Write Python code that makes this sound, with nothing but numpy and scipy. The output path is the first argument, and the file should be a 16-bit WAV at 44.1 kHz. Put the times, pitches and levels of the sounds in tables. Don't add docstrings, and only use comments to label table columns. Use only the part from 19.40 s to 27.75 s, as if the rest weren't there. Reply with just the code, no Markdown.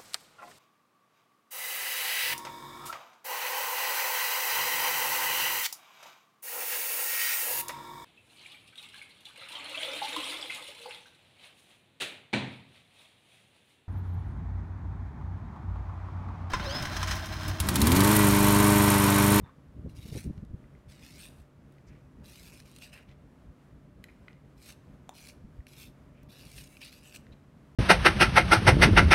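import sys
import numpy as np
from scipy import signal
from scipy.fft import rfft, irfft, next_fast_len
from scipy.io import wavfile
from scipy.ndimage import uniform_filter1d

SR = 44100
rng = np.random.default_rng(int(sys.argv[2]) if len(sys.argv) > 2 else 0)


def generate_wav(signal):
    frames = np.transpose(np.atleast_2d(signal))
    scaled = np.clip(frames, -1, 1) * 32767
    pcm = np.round(scaled).astype(np.int16)
    wavfile.write(sys.argv[1], SR, pcm)


N = 368235
TIME = np.arange(N) / SR

# start in seconds, bite to crest in seconds,
# ease in seconds, relative level at the bite in dB, relative level at the crest in dB, rasp in dB,
# treble in dB, reference pitch of the main hollow in Hz, pitch of the small hollow in Hz,
# small hollow lift in dB, blade whistle in Hz, whistle lift in dB.
STROKES = [(0.485, 0.023, 0.076, -67, -72.5, 7, 4, 2400, 5230, -8, 9500, -8),
           (0.548, 0.15, 0.11, -63.5, -57.5, 3, 2, 2560, 5200, -2, 9800, -8),
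           (0.72, 0.074, 0.076, -60, -50.5, 0.5, 1, 2500, 5300, 0, 9200, 0),
           (1.478, .04, 0.45, -60.5, -60, -2, -4.5, 2340, 5000, 0.5, 8250, 6.5),
           (1.605, 0.16, 0.11, -65.5, -61, 2.5, 2, 2570, 5250, 1.5, 7000, -4),
           (1.775, 0.072, 0.052, -60.5, -54.5, 0.5, 2, 2540, 4900, 0, 8800, 4),
           (1.891, 0.13, .022, -76, -73.5, -2, 4.5, 2600, 5030, -4, 9600, -3),
           (2.833, 0.24, 0.07, -60, -55, 0.5, 2.5, 2550, 5160, 1, 12500, -16),
           (3.112, 0.082, 0.09, -61, -60.5, -4.5, -2.5, 2700, 5150, 8, 9500, 7),
           (3.245, 0.2, 0.02, -64.5, -63.5, -0.5, 0, 2740, 5170, 0, 9300, -6),
           (3.406, 0.035, 0.079, -60, -53.5, -2, -6, 2720, 5200, -1, 8450, 4),
           (3.519, 0.027, 0.082, -46, -48.5, -10.5, -10, 2660, 5370, 2, 9300, -7),
           (5.165, 0.13, 0.04, -70.5, -49, 1, 2, 2580, 5300, -1, 8600, -5),
           (5.733, .16, 0.041, -59, -55.5, 1, 0.5, 2580, 5650, 0, 9900, 3),
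           (6.266, 0.09, .035, -63.5, -59, 1.5, 0, 2500, 5200, -3, 11300, 2),
           (6.362, 0.064, 0.072, -57.5, -53.5, 3.5, 3, 2700, 5130, -14, 12300, -2),
           (6.884, 0.12, 0.22, -62, -57.5, 2, -0.5, 2680, 5300, -8, 11800, -4),
           (7.04, 0.14, 0.13, -70, -52.5, 0.5, 2.5, 2580, 5400, -3, 9100, -0.5),
           (7.29, 0.046, 0.17, -69, -61.5, -6, 1, 2750, 5270, -2, 9450, -3),
           (7.402, 0.063, 0.06, -56.5, -55, 4.5, -1.5, 2660, 4900, 4, 9500, -2),
           (7.513, 0.013, 0.13, -62, -60, 2.5, 2.5, 2680, 5130, 3, 11400, 2),
           (7.621, 0.059, 0.12, -60, -54, -7.5, -3, 2920, 5570, -5, 7860, 3),
           (7.733, 0.032, 0.013, -55, -50.5, 1, 0, 2900, 5500, -2, 7950, 1)]


def amp(db):
    return 10 ** (np.asarray(db) / 20)


def evened(x):
    return x / np.sqrt(np.mean(x ** 2) + 1e-20)


def read(points, hz):
    f, value = np.transpose(points)
    return np.interp(np.log(hz + 1), np.log(f + 1), value)


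def add(mix, s, sound):
    part = mix[max(round(s * SR), 0):][:len(sound)]
    part += sound[:len(part)]


def band(x, hz, kind, order=2):
    sections = signal.butter(order, min(hz, SR / 2 - 1), kind, fs=SR, output="sos")
    return signal.sosfilt(sections, x)


def coloured(x, points, size=4096):
    log_gain = np.log(amp(read(points, abs(np.fft.fftfreq(size, 1 / SR)))))
    taps = np.fft.ifft(np.exp(np.conj(signal.hilbert(log_gain)))).real
    return signal.oaconvolve(x, taps[:size // 2])[:len(x)]


def resonate(x, hz, width):
    carrier = np.exp(2j * np.pi * np.cumsum(hz) / SR)
    r = np.exp(-np.pi * width / SR)
    baseband = signal.lfilter([1 - r], [1, -r], x / carrier + 1e-18)
    return 2 * (carrier * baseband).real


def drift(rate):
    size = next_fast_len(N, True)
    spectrum = rfft(rng.standard_normal(size))
    slow = np.fft.rfftfreq(size, 1 / SR) < rate
    return evened(irfft(spectrum * slow, size)[:N])


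def air(swell_db=1.0, waver=0.49, rumble_swell_db=3.0, rumble_hz=300):
    # frequency in Hz, relative spectral level in dB.
    air_spectrum = [(15, -63), (25, -20.5), (49, -1), (107, -5.5), (140, -4), (204, -6.5), (297, -9.5),
                    (350, -16.5), (445, -16.5), (614, -19), (762, -24), (1200, -25), (2120, -32),
                    (4300, -42), (12000, -49), (15500, -55.5)]
    # frequency in Hz, rms level in dB before wavering.
    fan_tones = [(140, -65.5), (258, -71.5), (362, -76), (600, -77.5)]
    air_db = -55.5
    hz = np.fft.rfftfreq(N, 1 / SR)
    noise = irfft(rfft(rng.standard_normal(N)) * amp(read(air_spectrum, hz)), N)
    rumble = irfft(rfft(noise) / (1 + (hz / rumble_hz) ** 2), N)
    hiss = noise - rumble
    noise = hiss * amp(swell_db * drift(5.5)) + rumble * amp(rumble_swell_db * drift(9.3))
    hum = np.zeros(N)
    for tone_hz, db in fan_tones:
        level = amp(db) * np.sqrt(2) * (1 + waver * drift(6))
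        hum += level * np.sin(2 * np.pi * tone_hz * TIME + drift(6.3))
    return amp(air_db) * evened(noise) + hum


def bumps(low_hz=58, knee=0.19, reach=1.32):
    # centre in seconds, level in dB (the rms is 3 dB lower),
    # length in seconds, edge in Hz that reach and knee multiply into two low-pass corners.
    bump_rows = [(0.025, -39, 0.051, 128), (0.298, -50, .04, 121), (0.387, -43.5, 0.11, 247),
                 (0.462, -38.5, 0.1, 237), (.463, -50, 0.014, 480), (0.588, -44.5, 0.051, 246),
                 (0.662, -43, 0.03, 300), (0.693, -45, 0.036, 280), (0.726, -35, 0.027, 292),
                 (0.765, -34.5, 0.046, 315), (0.869, -33, 0.072, 197), (0.904, -33, 0.029, 220),
                 (0.993, -41, 0.051, 201), (1.032, -38, 0.034, 242), (1.111, -40, 0.0251, 220),
                 (1.145, -36, .045, 188), (1.484, -49.5, 0.075, 99), (2.01, -51.5, .1, 80),
                 (2.52, -53, 0.16, 110), (3.695, -49, 0.043, 110), (4.093, -49, 0.1, 92),
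                 (6.048, -43.5, 0.029, 130), (6.193, -41, 0.061, 58), (7.176, -52, 0.11, 130)]
    out = np.zeros(N)
    noise = band(rng.standard_normal(N), low_hz, "high", order=4)
    for s, db, length, hz in bump_rows:
        window = np.hanning(int(length * SR))
        rumble = band(noise[int(s * SR):][:SR // 2], hz * reach, "low", order=3)
        rumble = band(rumble, hz * knee, "low", order=1)
        swell = evened(rumble[-len(window):] * window)
        add(out, s - length / 2, amp(db) * swell / np.sqrt(2))
    return out


def swishes(grain_db=3):
    # centre in seconds (the earliest may be moved to start at 0), level in dB (the rms is
    # 3 dB lower), length in seconds, pitch in Hz, width of each resonance as a share of the pitch.
    swish_rows = [(.058, -74.5, 0.12, 3600, 0.061), (0.08, -65.5, 0.16, 1290, 0.74),
                  (.07, -61, .13, 980, 0.3), (2.487, -70.5, 0.053, 5400, 0.5),
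                  (2.531, -70.5, 0.22, 2050, 0.54), (3.58, -63, 0.15, 1700, .9),
                  (3.705, -65.5, 0.1, 2200, 0.95), (4.695, -61, .036, 2160, 0.2),
                  (4.904, -66, 0.044, 2070, 0.3), (0.791, -57.5, 0.031, 1840, 0.29),
                  (5.297, -64.5, .06, 1650, 0.39), (5.719, -63.5, 0.073, 900, 0.34),
                  (6.797, -73, 0.19, 2350, .44), (7.424, -50, 0.043, 2550, 0.23),
                  (7.93, -67, 0.034, 2600, 0.67), (7.929, -66, 0.03, 3920, 0.08)]
    out = np.zeros(N)
    for s, db, length, hz, width_share in swish_rows:
        count = int(length * SR)
        grains = evened(uniform_filter1d(rng.standard_normal(count), size=80))
        push = rng.standard_normal(count) * amp(grain_db * grains)
        pitch, width = np.full(count, hz), hz * width_share
        swish = resonate(resonate(push, pitch, width), pitch, width)
        add(out, s - length / 2, amp(db) * evened(swish * np.hanning(count)) / np.sqrt(2))
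    return out


def room(x, size=256):
    # frequency in Hz, decay by 60 dB in seconds.
    decay_times = [(200, .12), (1000, 0.52), (4000, 0.64), (14000, 0.43)]
    hz, t, z = signal.stft(rng.standard_normal(SR // 2), SR, nperseg=size)
    decay = amp(-60 * t / read(decay_times, hz)[:, None])
    tail = signal.istft(z * decay, SR, nperseg=size)[1]
    tail[:SR // 200] = 0
    return signal.oaconvolve(x, tail / np.linalg.norm(tail))[:N]


def jostle(low_hz=52, high_hz=190, lumpy_db=4, lumps_per_s=22):
    start_s, length_s, level_db = 0.21, 1.22, -50
    rumble = band(rng.standard_normal(N), low_hz, "high", order=4)
    rumble = band(rumble, high_hz, "low", order=3)
    rumble = band(rumble, low_hz, "low", order=1)
    lumps = amp(lumpy_db * np.tanh(drift(lumps_per_s)))
    arch = np.sin(np.pi * np.clip((TIME - start_s) / length_s, 0, 1))
    return amp(level_db) * evened(rumble * lumps) * arch


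def pressure(t, crest_s, ease_s, bite_db, crest_db):
    bite_s, release_s = 0.017, 0.012
    crest_power, ease_db = 1.55, 16
    approach = np.clip(t / crest_s, 0, 1)
    ease = np.clip((t - crest_s) / ease_s, 0, 1)
    held = amp(bite_db + (crest_db - bite_db) * approach ** crest_power - ease_db * ease)
    release = np.exp(-np.maximum(t - crest_s - ease_s, 0) / release_s)
    return np.minimum(t / bite_s, 1) * held * release


def patchy(x, patch_db=1.5, patch_hz=520, patch_s=0.024, size=256):
    hop = size // 4
    z = signal.stft(x, SR, nperseg=size, noverlap=size - hop)[2]
    field = rng.standard_normal(z.shape)
    for axis, width in enumerate([patch_hz * size / SR, patch_s * SR / hop]):
        for _ in range(2):
            field = uniform_filter1d(field, max(round(width), 1), axis)
    modulated = z * amp(patch_db * evened(field))
    return signal.istft(modulated, SR, nperseg=size, noverlap=size - hop)[1][:N]


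def echoed(x, sway=0.1314, sways_per_s=2.5):
    # mid delay in seconds, about which it sways, and gain.
    echo_rows = [(.00055, -0.082), (.0011, -0.43), (.0019, .25), (.0042, -0.27)]
    out = x.copy()
    for delay, gain in echo_rows:
        out += gain * np.interp(TIME - delay * np.exp(sway * drift(sways_per_s)), TIME, x)
    return out


def sharpener(force):
    # frequency in Hz, gain in dB.
    wood_colour = [(200, -42.5), (700, -3.5), (1100, -11), (1600, -3), (2300, -6.5), (2850, -2),
                   (3150, -7.5), (3900, -5.5), (4600, -6.5), (6000, -6), (7000, -7), (9800, -7),
                   (10500, -11.5), (11200, -6.5), (13800, -11.5), (15500, -14)]
    # pitch as a multiple of the row's
    # main hollow (first) or small hollow (second), width in Hz, lift in dB.
    main_hollow = (0.92, 526, 13)
    middle_hollow = (0.779, 430, 0.1)
    small_width_hz, whistle_width_hz = 500, 810
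    notch_hz, notch_width_hz, notch_depth = 7180, 360, 0.28
    grip_sway, grip_sways_per_s = 0.04, 12
    start, *_, main_hz, small_hz, small_db, whistle_hz, whistle_db = np.transpose(STROKES)
    row = np.maximum(np.searchsorted(start, TIME, "right") - 1, 0)

    def held(values):
        return uniform_filter1d(values[row], size=2048)

    def wandering(hz):
        return held(hz) * np.exp(grip_sway * drift(grip_sways_per_s))

    sound = coloured(force, wood_colour)
    for hz, (ratio, width, db) in [(main_hz, main_hollow), (small_hz, middle_hollow)]:
        sound = sound + amp(db) * resonate(sound, ratio * wandering(hz), width)
    sound = sound + amp(held(small_db)) * resonate(sound, wandering(small_hz), small_width_hz)
    sound = sound + amp(held(whistle_db)) * resonate(sound, held(whistle_hz), whistle_width_hz)
    swallowed = notch_depth * resonate(sound, np.full(N, notch_hz), notch_width_hz)
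    sound = echoed(sound - swallowed)

    def above(hz):
        gain = np.clip((np.fft.rfftfreq(N, 1 / SR) - hz) / 600 + .5, 0, 1)
        return irfft(rfft(sound) * gain, N)

    upper, treble = above(3200), above(6000)
    return sound - upper, upper - treble, treble


def shaving(slips_per_s=210, clump_db=1.5, slip_spread_db=1, fibre_spread_db=1.0):
    slip_s, slip_jitter, steady_hiss = .0008, .62, .45
    rasp_change_db = -1.5
    cycles = np.cumsum(slips_per_s * np.exp(slip_jitter * drift(150))) / SR
    slip_db = slip_spread_db * np.clip(rng.standard_normal(N), -2, 2)
    slips = np.diff(np.floor(cycles), prepend=0) * amp(slip_db)
    tearing = evened(signal.lfilter([1], [1, -np.exp(-1 / (slip_s * SR))], slips))
    tearing = evened(tearing * amp(clump_db * np.tanh(drift(30))))
    fibres = rng.standard_normal(N) * amp(fibre_spread_db * drift(3000))
    force = patchy(fibres * (steady_hiss + tearing / 2))
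    middle, rasp, treble = (evened(part) for part in sharpener(force))
    out = np.zeros(N)
    for start, crest_s, ease_s, bite_db, crest_db, rasp_db, treble_db, *_ in STROKES:
        on = (TIME >= start) & (TIME < start + 1)
        t = TIME[on] - start
        progress = np.minimum(t / (crest_s + ease_s), 1) - .5
        rasp_gain = amp(rasp_db + rasp_change_db * progress)
        cut = middle[on] + rasp_gain * rasp[on] + amp(treble_db) * treble[on]
        out[on] += pressure(t, crest_s, ease_s, bite_db, crest_db) * cut
    return out


def splinters(snap_s=0.0011, level_db=-7.0, rasp_db=-1.5):
    # start in seconds, force in dB before the filters
    # and level_db, treble in dB, which glides from snap to snap.
    snap_rows = [(.496, -52, 3), (.682, -43, -3), (.742, -42, -1), (1.522, -47, -4), (1.6263, -42, -8),
                 (1.855, -41, -4), (3.099, -45, 2), (3.2015, -41.5, 0), (3.315, -48, 6), (3.363, -38, 2.5),
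                 (3.386, -39, 2), (3.421, -40, -3), (3.444, -43.5, -1), (3.494, -51, -3), (3.5405, -40, 1),
                 (5.262, -41, 2), (5.3234, -38, -1), (5.872, -41, 3), (5.898, -41, -5), (6.2682, -39.5, -3),
                 (7.1814, -34, -8), (7.3694, -40.5, -10), (7.431, -40, -10), (7.449, -39, 4),
                 (7.475, -41, -7), (7.527, -44, -2), (7.725, -42, -4), (7.7446, -33.5, -16),
                 (7.761, -36, -1)]
    t, force = np.arange(SR // 100) / SR, np.zeros(N)
    for s, db, _ in snap_rows:
        crack = evened(rng.choice([-1, 1], len(t)) * np.exp(-t / snap_s))
        add(force, s, amp(db) * crack * np.sqrt(snap_s / t[-1]))
    middle, rasp, treble = sharpener(force)
    s, _, treble_db = np.transpose(snap_rows)
    treble_gain = amp(np.interp(TIME, s, treble_db))
    return amp(level_db) * (middle + amp(rasp_db) * rasp + treble_gain * treble)


def struck(modes, crack_db, crack_s=0.0015):
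    t = np.arange(SR // 16) / SR
    ring = np.zeros(len(t))
    for hz, db, t60 in modes:
        ring += amp(db - 60 * t / t60) * np.sin(2 * np.pi * (hz * t + rng.random()))
    crack = band(rng.standard_normal(len(t)), 810, "high") * np.exp(-t / crack_s)
    return ring + amp(crack_db) * crack


def peaked(x, db):
    return amp(db) * x / abs(x).max()


def handling(seat_db=-32, click_db=1, rebound_db=-21, detune=0.017):
    # start in seconds, peak in dB before click_db,
    # brightness as a corner in Hz, ring of the shell in dB.
    click_rows = [(.978, -53.5, 4500, -16), (1.05, -58.5, 11100, -20), (1.241, -55, 2010, 0),
                  (1.351, -54.5, 2230, -5), (2.323, -58.5, 20000, -17), (2.383, -54, 4600, -4),
                  (4.641, -36.5, 11800, -2.5), (4.686, -50.5, 3580, -1), (4.8821, -39, 3550, -7),
                  (4.93, -53.5, 6000, -8), (6.205, -54, 2200, 4), (6.832, -53.5, 15000, -12),
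                  (7.867, -50, 2980, -21)]
    # frequency in Hz before detuning,
    # level in dB before the click's ring is added, decay by 60 dB in seconds.
    shell_modes = [(1500, -7.5, 0.033), (1980, 6.5, 0.016), (2500, -4, 0.018), (2960, -2, 0.014),
                   (4070, -6.5, 0.017), (5300, -16, 0.011), (8400, -6, 0.0036), (13300, 2, 0.004)]
    # frequency in Hz, relative level in dB, decay by 60 dB in seconds.
    seat_modes = [(775, 7.5, 0.016), (950, -7, .011), (2370, -6, 0.0099), (3580, -3.5, 0.014),
                  (5260, -9, .0058), (6300, -8, 0.0091), (7100, -7, 0.011), (9300, -8, 0.0067)]
    out = np.zeros(N)
    for s, db, corner_hz, ring_db in click_rows:
        modes = [(hz * np.exp(detune * rng.standard_normal()), level + ring_db, t60)
                 for hz, level, t60 in shell_modes]
        click = band(struck(modes, crack_db=0), corner_hz, "low", order=4)
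        click = band(click, corner_hz / 7, "high")
        add(out, s, peaked(click, db + click_db))
    knocks = [(5.6925, seat_db), (5.701, seat_db + rebound_db), (5.7095, seat_db + rebound_db)]
    for s, db in knocks:
        knock = band(struck(seat_modes, crack_db=-10), 480, "high")
        add(out, s, peaked(knock, db))
    return out


def scene(shaving_db=-4.5, cut_room_db=-19, click_room_db=-13):
    cut = amp(shaving_db) * shaving() + splinters()
    fingers = handling() + swishes()
    reverberation = room(amp(cut_room_db) * cut + amp(click_room_db) * fingers)
    return (cut + fingers + reverberation + bumps() + jostle() + air())[None]


def record(dry):
    edge_hz = 15830
    taps = signal.firwin(511, edge_hz, window=("kaiser", 9), fs=SR)
    return signal.oaconvolve(dry, taps[None], "same")


dry = scene()
out = record(dry)
generate_wav(out)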